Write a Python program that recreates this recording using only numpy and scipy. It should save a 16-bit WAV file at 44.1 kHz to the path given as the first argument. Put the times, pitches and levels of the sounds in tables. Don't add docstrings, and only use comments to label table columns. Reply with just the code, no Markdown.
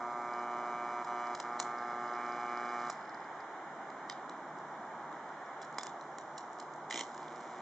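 import sys
import numpy as np
from scipy import signal
from scipy.fft import rfft, irfft
from scipy.io import wavfile
from scipy.ndimage import uniform_filter1d

SR = 44100
rng = np.random.default_rng(int(sys.argv[2]) if len(sys.argv) > 2 else 0)


def store_pcm(level_fs):
    pcm = np.round(np.clip(level_fs, -1, 1) * 32767).astype(np.int16)
    wavfile.write(sys.argv[1], SR, np.atleast_2d(pcm).T)


N = 335601
TIME = np.arange(N) / SR
MAINS_HZ, CREST_S = 60.015, 6.96
SHORT_S, BURN_THROUGH_S, ARC_ON_S, ARC_OFF_S = 1.42, 2.904, 6.9, 7.012
SIZZLE_RELEASE_S = 0.05

# (frequency [Hz], relative level [dB])
TRAFFIC_SPECTRUM = [(25, -52), (60, -32.5), (100, -21), (200, -6.5), (340, -2), (490, -6.5), (800, 4),
                    (1200, -1.5), (1800, -8.5), (2250, -13.5), (2900, -22.5), (4200, -33.5), (6000, -66.5)]
# (frequency [Hz], correlation [ratio])
TRAFFIC_COHERENCE = [(100, 1), (500, 0.99), (1000, 0.97), (2000, 0.75), (4000, 0.21), (8000, .3)]
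# (centre [s], half length [s], gain [dB])
TYRE_PASSES = [(2.606, 2.33, 6), (5.52, 0.37, 3.5)]
# (time [s], gain [dB])
RUMBLE_CURVE = [(3.6, -1), (4.2, 2), (4.9, 0.5), (5.3, -2), (6.4, -3), (7.3, -1)]
# (order [multiple of twice the mains], relative level [dB])
WARM_HARMONICS = [(1, -36.5), (2, -10), (3, -1), (4, -39), (5, 1), (6, 5), (7, -9), (8, 7), (9, -2),
                  (10, 5.5), (11, 0), (12, -7), (13, -8), (14, -33.5), (15, -13.5), (16, -26.5),
                  (17, -10.5), (18, -17), (19, -1.5), (20, -9.5)]
# (order [multiple of twice the mains], relative level [dB])
HOT_HARMONICS = [(1, -30.5), (2, -9), (3, -4.5), (4, -12.5), (5, -8.5), (6, 1.5), (7, -1), (8, -13.5),
                 (9, -0.5), (10, 4), (11, 0.1), (12, -7), (13, -6.5), (14, -11), (15, -10.5), (16, -25.5),
                 (17, -14), (18, -7), (19, -4), (20, -8.5)]
# (frequency [Hz], relative level [dB])
LAMINATION_SPECTRUM = [(2520, -36.5), (2640, -14.5), (2760, -33), (2880, -20.5), (3000, -20), (3240, -35.5),
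                       (3400, -23), (3700, -59.5), (3960, -27.5), (4400, -40), (4900, -25.5), (5600, -48),
                       (6000, -26), (7000, -64.5)]
# (centre [Hz], width [Hz])
LOOSE_PART_BANDS = [(2350, 240), (3000, 600)]
# (time [s], gain [dB])
LOW_RATTLE_CURVE = [(0, -6), (.15, -9.5), (.3, -2), (.65, -4), (.8, 0), (1, -1.5), (1.1, -6), (1.25, -2),
                    (1.75, -9), (1.95, -12), (2.1, -22), (2.18, -0.5), (2.78, 0.5), (2.88, -7)]
# (time [s], gain [dB])
HIGH_RATTLE_CURVE = [(.24, -15), (.35, 1), (.5, 1.5), (1.001, -1.5), (1.24, 3), (1.5, -13), (2.1, -1),
                     (2.6, 1.5), (2.9, -2)]
# (start [s], end [s], mean treble gain [dB])
CURRENT_SAGS = [(1.03, 1.065, -30), (1.356, 1.44, -19), (1.576, 1.65, -5.5)]
# (frequency [Hz], relative level [dB])
SIZZLE_SPECTRUM = [(500, -23.5), (2800, -7), (3500, -2), (4200, -0.5), (5000, 1), (5800, -2), (7300, -0.5),
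                   (9000, -29)]
# (time [s], level [dB], ring frequency [Hz])
BLISTERS = [(0.3366, -51, 4870), (0.395, -52.5, 5000), (1.2695, -50, 4950), (1.7852, -52, 5010),
            (1.9106, -56.5, 5200), (2.0783, -51, 4930), (2.1362, -54, 4960), (2.1525, -58, 4950),
            (2.2638, -51, 5200), (2.3218, -50, 4900), (2.412, -54, 5010), (2.494, -51, 4970),
            (2.5738, -49, 4910), (2.691, -52.5, 4810), (2.8018, -52, 4830), (2.8193, -51, 4820),
            (2.9792, -61, 4840), (3.043, -62, 5000), (3.0942, -50, 5100), (3.145, -49.5, 4940),
            (3.1705, -62, 4920), (3.2028, -58, 5050), (3.2438, -60, 4900), (3.4043, -54, 4920)]
# (frequency [Hz], relative level [dB])
VARNISH_SPECTRUM = [(500, -24), (3300, -22.5), (4300, 1), (5000, 4.5), (5450, -0.5), (5950, -14),
                    (9000, -34)]
# (time [s], level [dB], length [s], treble tilt [dB/octave], pop re crack [dB],
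# ring frequency [Hz], ring re crack [dB])
FLASHOVERS = [(1.046, -52, 0.0048, -2, -10, 7000, -14), (1.349, -42.5, 0.0049, -4, -16, 4800, -8),
              (1.389, -55, 0.0019, 3, 7, 5000, -5), (1.4, -38.5, 0.0041, -3.5, 2, 5000, -8),
              (1.593, -46, .005, -6, -17, 4300, -4), (1.5994, -30, 0.0042, 3.5, -2, 4070, -10),
              (2.899, -43, 0.0054, 8, 4, 5700, -4), (3.901, -55, 0.0027, -5, -4, 3530, -10),
              (4.0979, -31, 0.0018, -10.5, -10, 4820, 2), (4.295, -48.5, 0.0023, -4, -1, 3920, -11.5),
              (4.586, -61, .003, -1, -13, 5900, -9), (5.127, -58.5, .002, -4, -18, 4000, -7),
              (5.29, -60, .002, -5, -16, 5000, -4), (5.616, -54.5, 0.0067, 6, 1, 3360, -6),
              (5.625, -54.5, 0.01, -5, -10, 5600, -8), (5.646, -59, .007, 1, -12, 5600, -9),
              (5.726, -59, 0.0025, 2, -14, 5650, -4), (5.743, -59, .003, -3, -12, 5000, -6),
              (5.7838, -36, 0.0044, -2, 3.5, 4840, -2), (5.832, -38.5, 0.0035, 3.5, -0.5, 5640, -8),
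              (5.868, -41, 0.0023, -3, -2, 6260, -9), (6.011, -53.5, 0.0015, 4, -19, 4070, -1),
              (6.184, -44, 0.0022, 1, 3, 7200, -12), (6.379, -42.5, 0.0061, 0, -21, 5700, -11),
              (6.531, -58, 0.0018, 7, 2, 6900, 3), (6.587, -57, .003, -5, -16, 5700, -12),
              (6.599, -44.5, 0.0041, -1, -16, 6830, -11), (6.737, -57, 0.0024, -6, -14, 6400, -6),
              (6.76, -63, .002, 10, -18, 7300, -6), (6.909, -38.5, 0.0022, -12, -22, 2050, 3),
              (7.145, -55, 0.0034, 1, -15, 6600, -8), (7.359, -55, 0.0027, 1, -15, 7000, -8),
              (7.177, -52, 0.0036, -6, -11, 6930, -8), (7.2295, -55, 0.0027, -6, -14, 3150, -6),
              (7.282, -53.5, 0.0024, -7, -13, 3430, -2), (7.408, -56, .003, 0, -14, 3550, -11)]
# (frequency [Hz], relative level [dB])
CRACK_SPECTRUM = [(100, -40.5), (900, -26.5), (2000, 3.5), (3000, 3.5), (3600, 1.5), (4150, 8.5),
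                  (5000, 11), (6150, 6), (6550, 4.5), (7000, 10), (7600, 3), (9000, -19.5)]
# (frequency [Hz], relative level [dB])
POP_SPECTRUM = [(40, -38.5), (100, -22), (300, 0.5), (550, -4), (800, 6), (1080, 10), (1330, 2),
                (1700, -4.5), (2400, 4.5), (5000, -50)]
# (frequency [Hz], relative level [dB])
SPUTTER_SPECTRUM = [(900, -25.5), (2000, -3), (2900, 9.5), (3500, 4.5), (4200, 7), (5000, -1), (5800, 2.5),
                    (7000, 2.5), (7600, -1), (9000, -27.5)]
TINY_PING_HZ = [4800, 5600, 5680]
# (time [s], level [dB], ring frequency [Hz])
PITCHED_RINGS = [(4.097, -45, 3140), (4.1065, -46, 3680), (4.117, -48, 5000), (4.123, -51, 3830),
                 (4.487, -65, 5580), (4.728, -65, 5600), (5.4605, -59, 5560), (5.793, -44, 3440),
                 (5.809, -47, 5000), (5.8105, -47, 3650), (5.85, -53, 3500), (5.876, -51, 3480),
                 (5.893, -55, 3750), (6.127, -63, 5600), (6.209, -61, 5800), (6.3702, -55, 5600),
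                 (6.4288, -59, 5540), (6.5845, -58, 5500), (6.624, -55, 5100)]
# (frequency [Hz], relative level [dB])
ARC_SPECTRUM = [(200, -30), (1400, -8), (2050, 11), (2450, 9), (2900, 9), (3400, 7.5), (4100, 6.5),
                (4600, -1), (5400, 5.5), (7200, 2), (9000, -24)]
# (frequency [Hz], relative level [dB])
PUFF_SPECTRUM = [(50, -49), (150, -15), (270, 10), (500, 0), (1000, 4), (1500, -19), (2200, -26),
                 (4000, -35)]
# (frequency [Hz], relative level [dB])
FLAME_BUZZ_SPECTRUM = [(120, -30.5), (240, 1.5), (360, 3.5), (480, -1), (620, -0.5), (1100, -14.5),
                       (1450, -10), (2200, -3.5), (2800, -11.5), (4000, -21), (6000, -21), (9000, -42)]
# (delay [s], gain [dB])
REFLECTIONS = [(0.0113, -17), (0.018, -23), (.0262, -14)]
# (frequency [Hz], relative level [dB])
MIC_HISS_SPECTRUM = [(100, -28), (2000, 4.5), (3500, 9), (5000, 7.5), (7300, 6.5), (9000, -20)]
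# (frequency [Hz], left minus right [dB])
PORT_BALANCE = [(350, 0), (1000, -1.3), (1700, -2.5), (2900, -1.5), (5000, -3), (8400, -6)]
# (frequency [Hz], lead of the left [rad])
PORT_LEAD = [(1200, 0), (2100, 0.19), (3200, 0.87), (4100, 0.54), (5500, 0.39), (6200, -1.2), (7500, 1),
             (8800, 0.57)]
# (centre [Hz], width [Hz])
MIC_NOTCHES = [(2600, 850), (4600, 830), (5430, 220), (7900, 66), (8080, 92)]


def gain_of(db):
    return 10 ** (np.asarray(db) / 20)


def unit_rms(x):
    return x / np.sqrt(np.mean(x ** 2) + 1e-20)


def curve_at(points, hz):
    f, value = np.transpose(points)
    return np.interp(np.log(hz + 1), np.log(f + 1), value)


def add(mix, s, sound):
    part = mix[round(s * SR):][:len(sound)]
    part += sound[:len(part)]


def since(s):
    return np.maximum(TIME - s, 0)


def swell(s, length_s):
    return np.minimum(since(s) / length_s, 1)


def release(s, decay_s):
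    return np.exp(-since(s) / decay_s)


def colour(x, spectrum, tilt_db=0, size=4096):
    hz = abs(np.fft.fftfreq(size, 1 / SR))
    octaves = np.log2(np.clip(hz, 3000, 9000) / 3000)
    log_gain = np.log(gain_of(curve_at(spectrum, hz) + tilt_db * octaves))
    response = np.fft.ifft(np.exp(np.conj(signal.hilbert(log_gain)))).real[:size // 2]
    return signal.fftconvolve(x, response / np.linalg.norm(response))[:N]


def treble(x, hz):
    f = np.fft.rfftfreq(N, 1 / SR)
    return irfft(rfft(x) * (1 - 1 / (1 + (f / hz) ** 8)), N)


def band(x, hz, width_hz):
    f = np.fft.rfftfreq(N, 1 / SR)
    return irfft(rfft(x) / (1 + (2 * (f - hz) / width_hz) ** 8), N)


def traffic(level_db=-45.5, drone_hz=150.4, drone_db=-69.5):
    hz = np.fft.rfftfreq(N, 1 / SR)
    left, independent, drone = rfft(rng.standard_normal((3, N)))
    coherence = curve_at(TRAFFIC_COHERENCE, hz)
    right = coherence * left + np.sqrt(1 - coherence ** 2) * independent
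    roar = unit_rms(irfft(np.array([left, right]) * gain_of(curve_at(TRAFFIC_SPECTRUM, hz)), N))
    tyres_db = -2 + sum(db * np.exp(-((TIME - s) / half_s) ** 2) for s, half_s, db in TYRE_PASSES)
    roar += (gain_of(tyres_db) - 1) * treble(roar, 1450)
    rumble_db = np.interp(TIME, *np.transpose(RUMBLE_CURVE))
    roar += (gain_of(rumble_db) - 1) * band(roar, 240, 160)
    drone = unit_rms(irfft(drone / (1 + ((hz - drone_hz) / 5) ** 2), N))
    swell_db = 1.4 * np.exp(-((TIME - 4.96) / 0.16) ** 2)
    return gain_of(level_db + swell_db) * roar + gain_of(drone_db) * drone


def strain_s():
    return np.minimum(TIME, BURN_THROUGH_S) - SHORT_S * (TIME > SHORT_S)


def magnetic_jolts(lag_turns, jitter_db):
    turns = 2 * MAINS_HZ * (TIME - CREST_S) - lag_turns
    nearest = np.round(turns).astype(int)
    strength = gain_of(jitter_db * rng.standard_normal(np.ptp(nearest) + 1))[nearest - nearest[0]]
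    samples_away = (turns - nearest) * SR / (2 * MAINS_HZ)
    return unit_rms(strength * np.sinc(samples_away / 2) * np.exp(-(samples_away / 16) ** 2))


def dispersion(x, treble_lead_s=0.0008, above_hz=1850):
    hz = np.fft.rfftfreq(N, 1 / SR)
    lead_s = treble_lead_s * (1 - 1 / (1 + (hz / above_hz) ** 12))
    return irfft(rfft(x) * np.exp(2j * np.pi * np.cumsum(lead_s) * SR / N), N)


def current_sags(x, onset_s=0.0042, recovery_s=0.005, flutter_depth=0.42, bass_share=0.43):
    sag_db = np.zeros(N)
    for start, end, db in CURRENT_SAGS:
        ramp = np.minimum((TIME - start) / onset_s, (end - TIME) / recovery_s)
        sag_db += db * np.clip(ramp + 0.5, 0, 1)
    flutter = unit_rms(uniform_filter1d(rng.standard_normal(N), size=370))
    sag_db *= 1 + flutter_depth * flutter
    rasp = treble(x, 970)
    return gain_of(sag_db) * rasp + gain_of(bass_share * sag_db) * (x - rasp)


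def motor_buzz():
    heat = 1 - 0.55 * release(SHORT_S, decay_s=0.13)
    drive_db = -42.5 + 0.95 * strain_s() - 1.6 * heat
    jolts = magnetic_jolts(lag_turns=0.47, jitter_db=0.35) * gain_of(drive_db) * (TIME < BURN_THROUGH_S)
    warm, hot = (colour(jolts, [(2 * MAINS_HZ * k, db) for k, db in harmonics] + LAMINATION_SPECTRUM)
                 for harmonics in (WARM_HARMONICS, HOT_HARMONICS))
    frame = (1 - heat) * warm + heat * hot
    rattle_db = -4 + 4.5 * strain_s()
    frame += (gain_of(rattle_db) - 1) * treble(frame, 3100)
    for (hz, width_hz), curve in zip(LOOSE_PART_BANDS, (LOW_RATTLE_CURVE, HIGH_RATTLE_CURVE)):
        band_db = np.interp(TIME, *np.transpose(curve))
        frame += (gain_of(band_db) - 1) * band(frame, hz, width_hz)
    return current_sags(dispersion(frame))


def grains(per_s, spread_db, size=N):
    strength = gain_of(spread_db * np.minimum(rng.exponential(1, size), 4))
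    return unit_rms((rng.random(size) < per_s / SR) * strength * rng.choice([-1, 1], size))


def mains_gate(width, between_db, reverse_db=0):
    voltage = np.cos(2 * np.pi * MAINS_HZ * (TIME - CREST_S))
    crest = np.exp((abs(voltage) - 1) / width)
    return unit_rms(crest * np.where(voltage > 0, 1, gain_of(reverse_db)) + gain_of(between_db))


def surge_db():
    return 5.5 * np.exp(-abs(TIME - BURN_THROUGH_S) / 0.13) * release(BURN_THROUGH_S, SIZZLE_RELEASE_S)


def sizzle(smoulder_db=-77, flame_db=-67, flare_db=-53.5):
    live = gain_of(-69 + 2 * strain_s() + surge_db()) * release(BURN_THROUGH_S, SIZZLE_RELEASE_S)
    flare = gain_of(flare_db) * release(ARC_OFF_S, decay_s=0.03)
    flame = (TIME > ARC_OFF_S) * (gain_of(flame_db) + flare)
    envelope = np.maximum(live + flame, gain_of(smoulder_db))
    fizz = unit_rms(rng.standard_normal(N) + grains(per_s=540, spread_db=2))
    return colour(fizz * mains_gate(width=0.17, between_db=-4.5) * envelope, SIZZLE_SPECTRUM)


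def burst(length_s, spectrum, tilt_db=0, shock_s=0.0005, size=600):
    age = 4 * np.arange(size) / SR / length_s
    gas = rng.standard_normal(size) * age * np.exp(-age ** 1.03 / 1.58)
    shock = 0.45 * signal.unit_impulse(size, round(shock_s * SR))
    snap = colour(gas / np.linalg.norm(gas) + shock, spectrum, tilt_db)
    return snap / np.linalg.norm(snap) * np.sqrt(length_s * SR)


def ping(hz, decay_s, size=1200):
    t = np.arange(size) / SR
    ring = t * np.exp(-t / decay_s) * np.sin(2 * np.pi * hz * t)
    return ring / np.linalg.norm(ring)


def boiling_varnish(tick_s=0.002, gas_db=-4, start_db=-74, rest_db=-81.5):
    heating_db = 3 * np.minimum(TIME, BURN_THROUGH_S) - 26 * since(BURN_THROUGH_S)
    simmer_db = np.maximum(start_db + heating_db + surge_db(), rest_db)
    out = colour(grains(per_s=160, spread_db=2) * gain_of(simmer_db), VARNISH_SPECTRUM)
    for s, db, hz in BLISTERS:
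        add(out, s, gain_of(db + gas_db) * burst(tick_s, VARNISH_SPECTRUM))
        add(out, s, gain_of(db) * np.sqrt(tick_s * SR) * ping(hz, decay_s=0.00049))
    return out


def sparks(leak_s=0.0059, sputter_s=0.068, pop_delay_s=0.0008, size=5000):
    out = np.zeros(N)
    t = np.arange(size) / SR
    for s, db, length_s, tilt_db, pop_db, ring_hz, ring_db in FLASHOVERS:
        leak = np.exp(-t / leak_s)[::-1] * grains(per_s=2500, spread_db=2.2, size=size)
        sputter = np.exp(-t / sputter_s) * grains(per_s=840, spread_db=1.6, size=size)
        impulse = np.sqrt(length_s * SR)
        add(out, s - size / SR, gain_of(db - 21) * colour(leak, CRACK_SPECTRUM, tilt_db))
        add(out, s, gain_of(db) * burst(length_s, CRACK_SPECTRUM, tilt_db))
        add(out, s, gain_of(db + ring_db) * impulse * ping(ring_hz, decay_s=0.00088))
        add(out, s + pop_delay_s, gain_of(db + pop_db) * colour([impulse], POP_SPECTRUM))
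        add(out, s, gain_of(0.66 * db - 36.5) * colour(sputter, SPUTTER_SPECTRUM, tilt_db))
    return out


def pitched_rings(from_s=3.8, ring_s=0.0018, tiny_db=-84):
    tiny = sum(signal.fftconvolve(grains(per_s=9, spread_db=2.5), ping(hz, ring_s))[:N]
               for hz in TINY_PING_HZ)
    out = gain_of(tiny_db) * unit_rms(tiny) * (TIME > from_s) * (TIME < ARC_ON_S)
    for s, db, hz in PITCHED_RINGS:
        add(out, s, gain_of(db) * np.sqrt(ring_s * SR) * ping(hz, ring_s))
    return out


def arc(end_db=-37, growth_db_per_s=36, puff_db=-45):
    burning = (TIME > ARC_ON_S) * release(ARC_OFF_S, decay_s=0.0051)
    gate = burning * mains_gate(width=0.24, between_db=-18, reverse_db=-13)
    hiss, gas = rng.standard_normal((2, N))
    crackle = unit_rms(hiss + 0.52 * grains(per_s=4000, spread_db=2.2))
    crackle *= gain_of(end_db + growth_db_per_s * np.minimum(TIME - ARC_OFF_S, 0))
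    puff = gas * gain_of(puff_db) * swell(ARC_ON_S, length_s=0.05) ** 2
    return colour(crackle * gate, ARC_SPECTRUM) + colour(puff * gate, PUFF_SPECTRUM)


def flame_buzz(drive_db=-57):
    envelope = gain_of(drive_db) * np.sqrt(swell(ARC_OFF_S, length_s=0.35))
    return colour(magnetic_jolts(lag_turns=0.4, jitter_db=1.2) * envelope, FLAME_BUZZ_SPECTRUM)


def yard(x, scatter_db=-14, scatter_s=0.0012, tail_db=-16, t60_s=0.28, size=11000):
    t = np.arange(size) / SR
    high_pass = signal.butter(2, 1800, "high", fs=SR)
    scatter, *tails = signal.lfilter(*high_pass, rng.standard_normal((3, size)))
    scatter *= np.exp(-t / scatter_s)
    scatter *= gain_of(scatter_db) / np.linalg.norm(scatter)
    out = []
    for port, tail in enumerate(tails):
        tail *= gain_of(-60 * t / t60_s) * (1 - np.exp(-t / 0.011))
        paths = (-1) ** port * scatter + gain_of(tail_db) * tail / np.linalg.norm(tail)
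        paths[0] += 1
        for delay_s, db in REFLECTIONS:
            paths[round(delay_s * SR) + port] += gain_of(db)
        out.append(signal.fftconvolve(x, paths)[:N])
    return np.array(out)


def scene():
    buzzing = motor_buzz() + flame_buzz()
    burning = sparks() + pitched_rings() + boiling_varnish() + arc() + sizzle()
    return buzzing + yard(burning) + traffic()


def record(dry, hiss_db=-67.5, edge_hz=8850):
    hz = np.fft.rfftfreq(N, 1 / SR)
    hiss = np.array([colour(noise, MIC_HISS_SPECTRUM) for noise in rng.standard_normal((2, N))])
    left_response = gain_of(curve_at(PORT_BALANCE, hz) / 2) * np.exp(1j * curve_at(PORT_LEAD, hz) / 2)
    x = irfft(rfft(dry) * np.array([left_response, 1 / left_response]), N) + gain_of(hiss_db) * hiss
    for notch_hz, width_hz in MIC_NOTCHES:
        x = signal.lfilter(*signal.iirnotch(notch_hz, notch_hz / width_hz, SR), x)
    low_pass = signal.firwin(255, edge_hz, window=("kaiser", 7), fs=SR)
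    return signal.oaconvolve(x, low_pass[None], "same")


dry = scene()
out = record(dry)
store_pcm(out)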